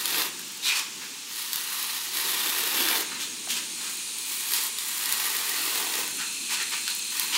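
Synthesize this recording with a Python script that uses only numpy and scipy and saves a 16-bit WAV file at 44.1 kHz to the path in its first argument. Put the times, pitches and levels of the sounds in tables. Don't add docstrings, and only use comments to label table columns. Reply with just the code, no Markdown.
import sys
import numpy as np
from scipy import signal
from scipy.fft import rfft, irfft, next_fast_len
from scipy.io import wavfile
from scipy.ndimage import uniform_filter1d, map_coordinates

SR = 44100
rng = np.random.default_rng(int(sys.argv[2]) if len(sys.argv) > 2 else 0)


def wav_out(sig):
    wavfile.write(sys.argv[1], SR, np.round(np.clip(np.atleast_2d(sig).T, -1, 1) * 32767).astype(np.int16))


N = 325017


def amp(db):
    return 10 ** (np.asarray(db) / 20)


def unit(x):
    return x / np.sqrt(np.mean(x ** 2) + 1e-20)


def noise(size=N):
    return rng.standard_normal(size)


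def along(points, hz):
    f, v = np.transpose(points)
    return np.interp(np.log(hz + 1), np.log(f), v)


def bell(hz, centre_hz, width_hz):
    return 1 / (1 + (2 * (hz - centre_hz) / width_hz) ** 2)


def curve(points):
    s, v = np.transpose(points)
    return np.interp(np.arange(N) / SR, s, v)


def wobble(knots_per_s):
    knots = noise(int(N * knots_per_s / SR) + 4)
    return map_coordinates(knots, [np.arange(N) * knots_per_s / SR], order=2)


def swells(rows):
    t = np.arange(N) / SR
    return sum(amp(db) * np.exp(-2 * ((t - middle) / length) ** 2) for middle, length, db in rows)


def filtered(x, response):
    m = next_fast_len(len(x) + 8192)
    return irfft(rfft(x, m) * response(np.fft.rfftfreq(m, 1 / SR)), m)[:len(x)]


def coloured(x, spectrum):
    return unit(filtered(x, lambda hz: amp(along(spectrum, hz))))


def gliding(x, centre_hz, lift_db, width_hz):
    hz, when, z = signal.stft(x, SR, nperseg=256)
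    at = np.minimum(np.round(when * SR).astype(int), N - 1)
    gain = amp(lift_db[at] * bell(hz[:, None], centre_hz[at], width_hz))
    return signal.istft(z * gain, nperseg=256)[1][:N]


def patchy(x, depth_db, size=(3, 50)):
    z = signal.stft(x, nperseg=512)[2]
    field = uniform_filter1d(noise(z.shape), size[0], 0)
    field = uniform_filter1d(field, size[1], 1)
    return signal.istft(z * amp(depth_db * unit(field)), nperseg=512)[1][:N]


def grit(rate_per_s, spread_db, share, smear_s, size=N):
    struck = rng.random(size) < rate_per_s / SR
    fractures = struck * amp(spread_db * np.minimum(noise(size), 2))
    power = signal.lfilter([1], [1, -np.exp(-1 / (smear_s * SR))], fractures ** 2)
    return np.sqrt(share * power / power.mean() + 1 - share) * noise(size)


def add(track, s, sound):
    room = track[max(round(s * SR), 0):][:len(sound)]
    room += sound[:len(room)]


# (edge pitch at start [Hz], edge pitch at end [Hz], facing fizz in a firm cut [dB],
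# foam resonance lift [dB], board drumming at the end of a firm cut [dB])
STROKE_SETTINGS = [(12300, 12600, -34, 3, -45.5), (10700, 13300, -33, 4, -41.3), (12800, 9400, -30, 2, -52),
                   (12000, 16500, -35.5, -0.5, -42.5), (14300, 17000, -36.5, -1, -67)]
# (time [s], level over a firm cut [dB])
STROKE_PRESSURE = [
    [(0, -4.5), (.035, -6), (.058, -1.5), (.19, 3.5), (.262, -2.5)],
    [(1.29, -17), (1.33, -10), (1.41, -4.5), (1.51, -8), (1.57, -3.5), (1.65, -5.5), (1.79, -3),
     (2.115, -6.5), (2.155, 0.7), (2.72, 0.5), (2.8, 3), (3.008, 0.8)],
    [(4.175, -20), (4.25, -16), (4.3, -6), (4.44, -9.5), (4.55, 0), (4.665, -4)],
    [(4.78, -7.5), (5.04, -3), (5.14, 1), (5.4, -0.3), (5.82, .2), (5.9, -4), (5.99, 2), (6.06, -6.5)],
    [(7.12, -6.5), (7.22, 0.5), (7.27, -3.5), (7.37, -7)],
]
ATTACK_S, RELEASE_S = 0.025, 0.061
FIZZ_GROWS_DB_PER_DB = 0.69
DRUM_DB_PER_S = 12.5
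EDGE_GLIDE_POWER = 1.9


def strokes():
    t = np.arange(N) / SR
    hand = np.zeros((6, N))
    for pressure, settings in zip(STROKE_PRESSURE, STROKE_SETTINGS):
        first_hz, last_hz, firm_fizz_db, cut_db, end_drum_db = settings
        start, end = pressure[0][0], pressure[-1][0]
        landing = np.clip((t - start) / ATTACK_S + 1, 0, 1)
        contact = landing * amp(-20 * np.maximum(t - end, 0) / RELEASE_S)
        pressure_db = curve(pressure)
        progress = np.clip((t - start) / (end - start), 0, 1)
        edge_hz = first_hz + (last_hz - first_hz) * progress ** EDGE_GLIDE_POWER
        fizz_db = firm_fizz_db + FIZZ_GROWS_DB_PER_DB * pressure_db
        drumming_db = end_drum_db - DRUM_DB_PER_S * np.maximum(end - t, 0)
        stroke = [contact, pressure_db, edge_hz, fizz_db, cut_db * contact, drumming_db]
        hand = np.where(t > start - ATTACK_S, stroke, hand)
    return hand


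# (frequency [Hz], relative density [dB])
FACING_SPECTRUM = [(3000, -45), (5000, -8), (7000, -8.5), (10000, 0.5), (13000, 1.5), (16000, 1)]
FOAM_SPECTRUM = [(300, -72), (600, -28.5), (750, -22), (900, -3), (1200, -0.5), (1450, -5), (1900, -1.5),
                 (2250, -1), (3000, 0), (4200, 0.5), (5600, -5.5), (9000, -10), (16000, -20)]
DRUM_SPECTRUM = [(30, -53), (100, -11.5), (200, -10), (280, 2.5), (350, 6), (470, 3.5), (590, -7), (750, 1),
                 (1100, -11.5), (2500, -48)]
# (centre [Hz], width [Hz], lift [dB])
BOARD_RESONANCES = [(363, 210, 0.5), (884, 100, 1.5), (1040, 140, 0), (1890, 105, 6.5), (2800, 250, 0.5)]
FOAM_DB = -33
EDGE_LIFT_DB, EDGE_GROWS_DB_PER_DB, EDGE_WANDER_HZ = 5.5, 0.45, 170
CUT_HZ, CUT_SAG_HZ_PER_DB = 3690, 90


def blade(contact, pressure_db, edge_hz, fizz_db, cut_db, drumming_db):
    chatter_db = np.sin(2 * np.pi * np.cumsum(40 + 7 * wobble(6)) / SR)
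    stick_slip_db = 0.55 * wobble(90) + chatter_db
    tearing = grit(rate_per_s=1200, spread_db=6, share=0.44, smear_s=0.00085) * amp(stick_slip_db)

    singing_db = np.maximum(EDGE_LIFT_DB + EDGE_GROWS_DB_PER_DB * pressure_db, 0) * contact
    wandering_hz = edge_hz + EDGE_WANDER_HZ * wobble(11)
    fizz = gliding(coloured(tearing, FACING_SPECTRUM), wandering_hz, singing_db, width_hz=1600)
    fizz = unit(patchy(fizz, depth_db=0.8) * amp(0.9 * wobble(75)))

    def resonances(hz):
        return amp(sum(db * bell(hz, centre, width) for centre, width, db in BOARD_RESONANCES))

    body = filtered(tearing, resonances)
    foam_hz = CUT_HZ - CUT_SAG_HZ_PER_DB * pressure_db
    rasp = gliding(coloured(body, FOAM_SPECTRUM), foam_hz, cut_db, width_hz=790)
    rasp = unit(patchy(rasp, depth_db=1.2))
    drumming = amp(drumming_db) * coloured(body, DRUM_SPECTRUM)
    tremor_db = 0.5 * wobble(22.05)
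    foam = amp(pressure_db) * (amp(FOAM_DB) * rasp + drumming)
    return contact * amp(tremor_db) * (amp(fizz_db) * fizz + foam)


# (middle [s], length [s], level [dB])
HAND_LEANS = [(.5, 0.38, -45.5), (1.06, .07, -47), (3.93, .16, -37.5), (5.25, 0.66, -33.5), (6.2, .3, -46),
              (6.85, 0.56, -40)]
CRINKLE_DB = -52


def crinkle(drag):
    crackles = grit(rate_per_s=140, spread_db=8, share=0.98, smear_s=0.0009)
    gain = np.hypot(amp(CRINKLE_DB) * drag, swells(HAND_LEANS))
    return gain * coloured(crackles, FACING_SPECTRUM)


# (frequency [Hz], relative density [dB])
INSECT_SPECTRUM = [(1200, -33), (2000, -14), (2500, 3.5), (3200, -2.5), (4200, 4), (5300, -9), (6900, 2),
                   (8000, 2.5), (9300, 3), (11000, -5), (16000, -22)]
AIR_SPECTRUM = [(25, -58), (60, -34), (120, -13), (190, 1.5), (260, 0), (350, 2), (480, -2.5), (600, -16.5),
                (730, -10), (900, 1.5), (1500, -6.5), (4000, -17)]
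TREE_SPECTRUM = [(600, -25), (950, -9.5), (1500, -6.5), (2100, -3.5), (2600, 1.5), (4000, 1), (5400, 0.5),
                 (7000, 1), (9000, -4.5), (11000, -9.5), (16000, -12)]
# (time [s], level [dB])
CHORUS_LEVEL = [(0, -42), (1, -53.5), (2, -45.5), (3.35, -41.5), (3.9, -36), (5, -35), (6.3, -34),
                (7.37, -35.5)]
NEAR_LEVEL = [(0, -62), (3, -40.5), (4, -45), (5, -50), (6.3, -43), (7.37, -41)]
# (centre [Hz], width [Hz], level relative to NEAR_LEVEL [dB])
NEAR_INSECTS = [(4100, 250, -4.5), (2440, 74, -13.5), (6500, 410, -4.5), (7700, 160, -10), (9140, 630, -8)]


def outdoors():
    air = amp(-52.5 + 0.0) * coloured(noise(), AIR_SPECTRUM) * amp(0.46 * wobble(3.58))
    trees = amp(-38.5) * coloured(noise(), TREE_SPECTRUM)
    chorus = unit(patchy(coloured(noise(), INSECT_SPECTRUM), depth_db=2.5, size=(2, 300)))
    chorus = chorus * amp(curve(CHORUS_LEVEL) + 0.091 * wobble(3.7))
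    buzz = np.zeros(N)
    for centre, width, db in NEAR_INSECTS:
        band = filtered(noise(), lambda hz: bell(hz, centre, width))
        rattle = amp(3.5 * wobble(90))
        buzz += amp(db) * unit(band * rattle)
    return air + trees + chorus + amp(curve(NEAR_LEVEL)) * buzz


# (frequency [Hz], relative density [dB])
RUSTLE_SPECTRUM = [(30, -48), (70, -16.5), (120, -13.5), (190, -3), (260, 0), (350, -2), (480, -10.5),
                   (700, -21), (2000, -21)]
# (middle [s], length [s], level [dB])
WEIGHT_SHIFTS = [(.3, 0.42, -53), (1, 0.25, -56), (3.17, 0.17, -52.5), (3.55, 0.6, -53), (6.15, 0.088, -51),
                 (6.45, 0.81, -60), (7.35, 0.25, -55)]
# (time [s], peak [dB], centre [Hz])
SOFT_TAPS = [(1.721, -29, 1400), (3.118, -30, 1500), (3.473, -30, 1100), (6.079, -27, 1500)]
STIR_DB = -60.5


def movement(tap_t60_s=0.069):
    out = (amp(STIR_DB) + swells(WEIGHT_SHIFTS)) * coloured(noise(), RUSTLE_SPECTRUM)
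    t = np.arange(SR // 8) / SR
    for s, db, centre_hz in SOFT_TAPS:
        band_hz = [0.6 * centre_hz, 1.4 * centre_hz]
        resonance = signal.butter(2, band_hz, "bandpass", fs=SR, output="sos")
        tap = signal.sosfilt(resonance, noise(len(t)) * amp(-60 * t / tap_t60_s))
        add(out, s, amp(db) * tap / np.abs(tap).max())
    return out


# (time [s], relative level [dB], treble tilt [dB per octave])
HARD_SNAGS = [(0.057, -8.5, 3), (.145, -14, -12), (.219, -12, -3), (.394, -21, -2), (1.532, -10, 2),
              (1.543, -17, 3), (1.559, -10.5, 1.5), (1.828, -14, 5), (2.607, -13, 8), (2.836, -19, 3),
              (2.887, -10, -3), (4.185, -17, 2), (4.408, -15, 6), (4.521, -12, 4), (4.5365, -8.5, 2.5),
              (4.7865, -11.5, 4), (5.058, -12, 4), (5.1248, -4.5, 6), (5.368, -14, 8), (5.775, -18, -3),
              (5.94, -16, -5), (5.954, -13, 6), (6.078, -18, 0), (6.879, -12.5, -2.5), (7.197, -7.5, 3.5)]
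# (frequency [Hz], relative density [dB])
SNAP_SPECTRUM = [(60, -70), (300, -31), (700, -41), (1500, 0), (2500, -4), (3800, 9), (6000, -0.5),
                 (9000, -4.5), (12000, 1.5), (16000, -4.5)]
CRACK_T60_S, RATTLE_T60_S, RATTLE_DB = 0.005, 0.018, -13
SNAG_DB, SNAG_SPREAD_DB, SNAG_TILT_DB_PER_OCT = -29, 3, 1


def ticks(drag, size=1024, count=30):
    out, t = np.zeros(N), np.arange(-size, size) / SR
    crack = amp(-60 * abs(t) / CRACK_T60_S)
    rattle = amp(RATTLE_DB - 60 * abs(t) / RATTLE_T60_S)
    decay = (t >= 0) * (crack + rattle)
    moments = rng.integers(N, size=count)
    drag_db = 20 * np.log10(drag[moments] + 1e-9)
    lesser_db = SNAG_DB + SNAG_SPREAD_DB * noise(count) + drag_db
    lesser = [(s, db, SNAG_TILT_DB_PER_OCT) for s, db in zip(moments / SR, lesser_db)]
    for s, db, tilt_db in [*HARD_SNAGS, *lesser]:
        def colour(hz):
            return amp(along(SNAP_SPECTRUM, hz) + tilt_db * np.log2((hz + 100) / 5000))

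        snap = filtered(decay * noise(len(t)), colour)
        add(out, s + t[0], amp(db + 11) * snap / np.linalg.norm(snap))
    return out


# (start [s], length [s], level [dB], # centre
# [Hz], resonance lift [dB], treble tilt [dB per octave])
SHOE_SCUFFS = [(0.616, 0.074, -25, 3830, 9, 1.5), (0.651, 0.082, -27.5, 2500, 14.5, 0),
               (0.73, 0.057, -26.5, 1190, 4, 1), (1.001, 0.038, -40.5, 1700, 8, -2),
               (3.05, 0.11, -39.5, 1200, -1, -4.5), (3.187, 0.039, -31, 3400, 7, 2.5),
               (3.481, 0.042, -27, 3120, 8.5, 4), (3.548, 0.028, -29.5, 2880, 2, 1),
               (3.748, 0.15, -38.5, 1390, 3.5, -1), (4.495, 0.085, -29.5, 4320, 3, 5),
               (6.18, .033, -32, 1450, 9, -1.5), (6.486, 0.055, -27.3, 2480, 1.5, 0),
               (6.58, 0.037, -31, 1950, 7, -2.5), (6.706, 0.04, -30.5, 2400, 5.5, -2),
               (6.854, 0.057, -32, 4050, 7, 1.5), (7.313, 0.051, -24.5, 3140, 7.5, -1)]
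# (frequency [Hz], relative density [dB])
SOLE_SPECTRUM = [(40, -60), (150, -31), (400, -13), (680, -19.5), (900, -4.5), (1500, -3), (2500, 0.5),
                 (4200, 0.5), (6000, -1.5), (8500, -4.5), (11000, -8.5), (16000, -14)]
SCUFF_RISE_SHARE, SCUFF_FALL_S = 0.61, 0.066


def shoes():
    out, t = np.zeros(N), np.arange(SR // 2) / SR
    for s, length, db, centre_hz, lift_db, tilt_db in SHOE_SCUFFS:
        def colour(hz):
            resonance_db = lift_db * bell(hz, centre_hz, 0.27 * centre_hz)
            treble_db = tilt_db * np.log2((hz + 1000) / 4000)
            return amp(along(SOLE_SPECTRUM, hz) + resonance_db + treble_db)

        sand = grit(rate_per_s=1100, spread_db=5, share=0.45, smear_s=0.0007, size=len(t))
        rise = np.clip(t / (SCUFF_RISE_SHARE * length), 0, 1)
        fall = amp(-16 * np.maximum(t - length, 0) / SCUFF_FALL_S)
        add(out, s, amp(db) * rise * fall * unit(filtered(sand, colour)))
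    return out


# (frequency [Hz], T60 [s])
GARAGE_T60 = [(200, 0.36), (2000, 0.46), (12000, 0.083)]


def garage(x):
    hz, t, z = signal.stft(noise(SR // 2), SR, nperseg=256)
    decay = amp(-60 * t / along(GARAGE_T60, hz)[:, None])
    tail = signal.istft(z * decay, SR, nperseg=256)[1]
    delayed = np.pad(x, (round(0.005 * SR), 0))
    return signal.fftconvolve(delayed, tail / np.linalg.norm(tail))[:N]


def scene():
    contact, pressure_db, edge_hz, fizz_db, cut_db, drumming_db = strokes()
    drag = contact * amp(FIZZ_GROWS_DB_PER_DB * pressure_db)
    work = blade(contact, pressure_db, edge_hz, fizz_db, cut_db, drumming_db)
    work = work + crinkle(drag) + movement() + ticks(drag) + shoes()
    turn = 2 * np.pi * np.arange(N) / N
    echoes = np.cos(turn) * garage(work) + np.sin(turn) * garage(work)
    mono = work + amp(-8.5) * echoes + outdoors()
    return np.array([mono, mono])


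def record(dry):
    low_cut_hz, top_hz = 55, 15760

    def response(hz):
        return hz ** 2 / np.hypot(hz ** 2, low_cut_hz ** 2) * (hz < top_hz)

    return np.array([filtered(channel, response) for channel in dry])


dry = scene()
out = record(dry)
wav_out(out)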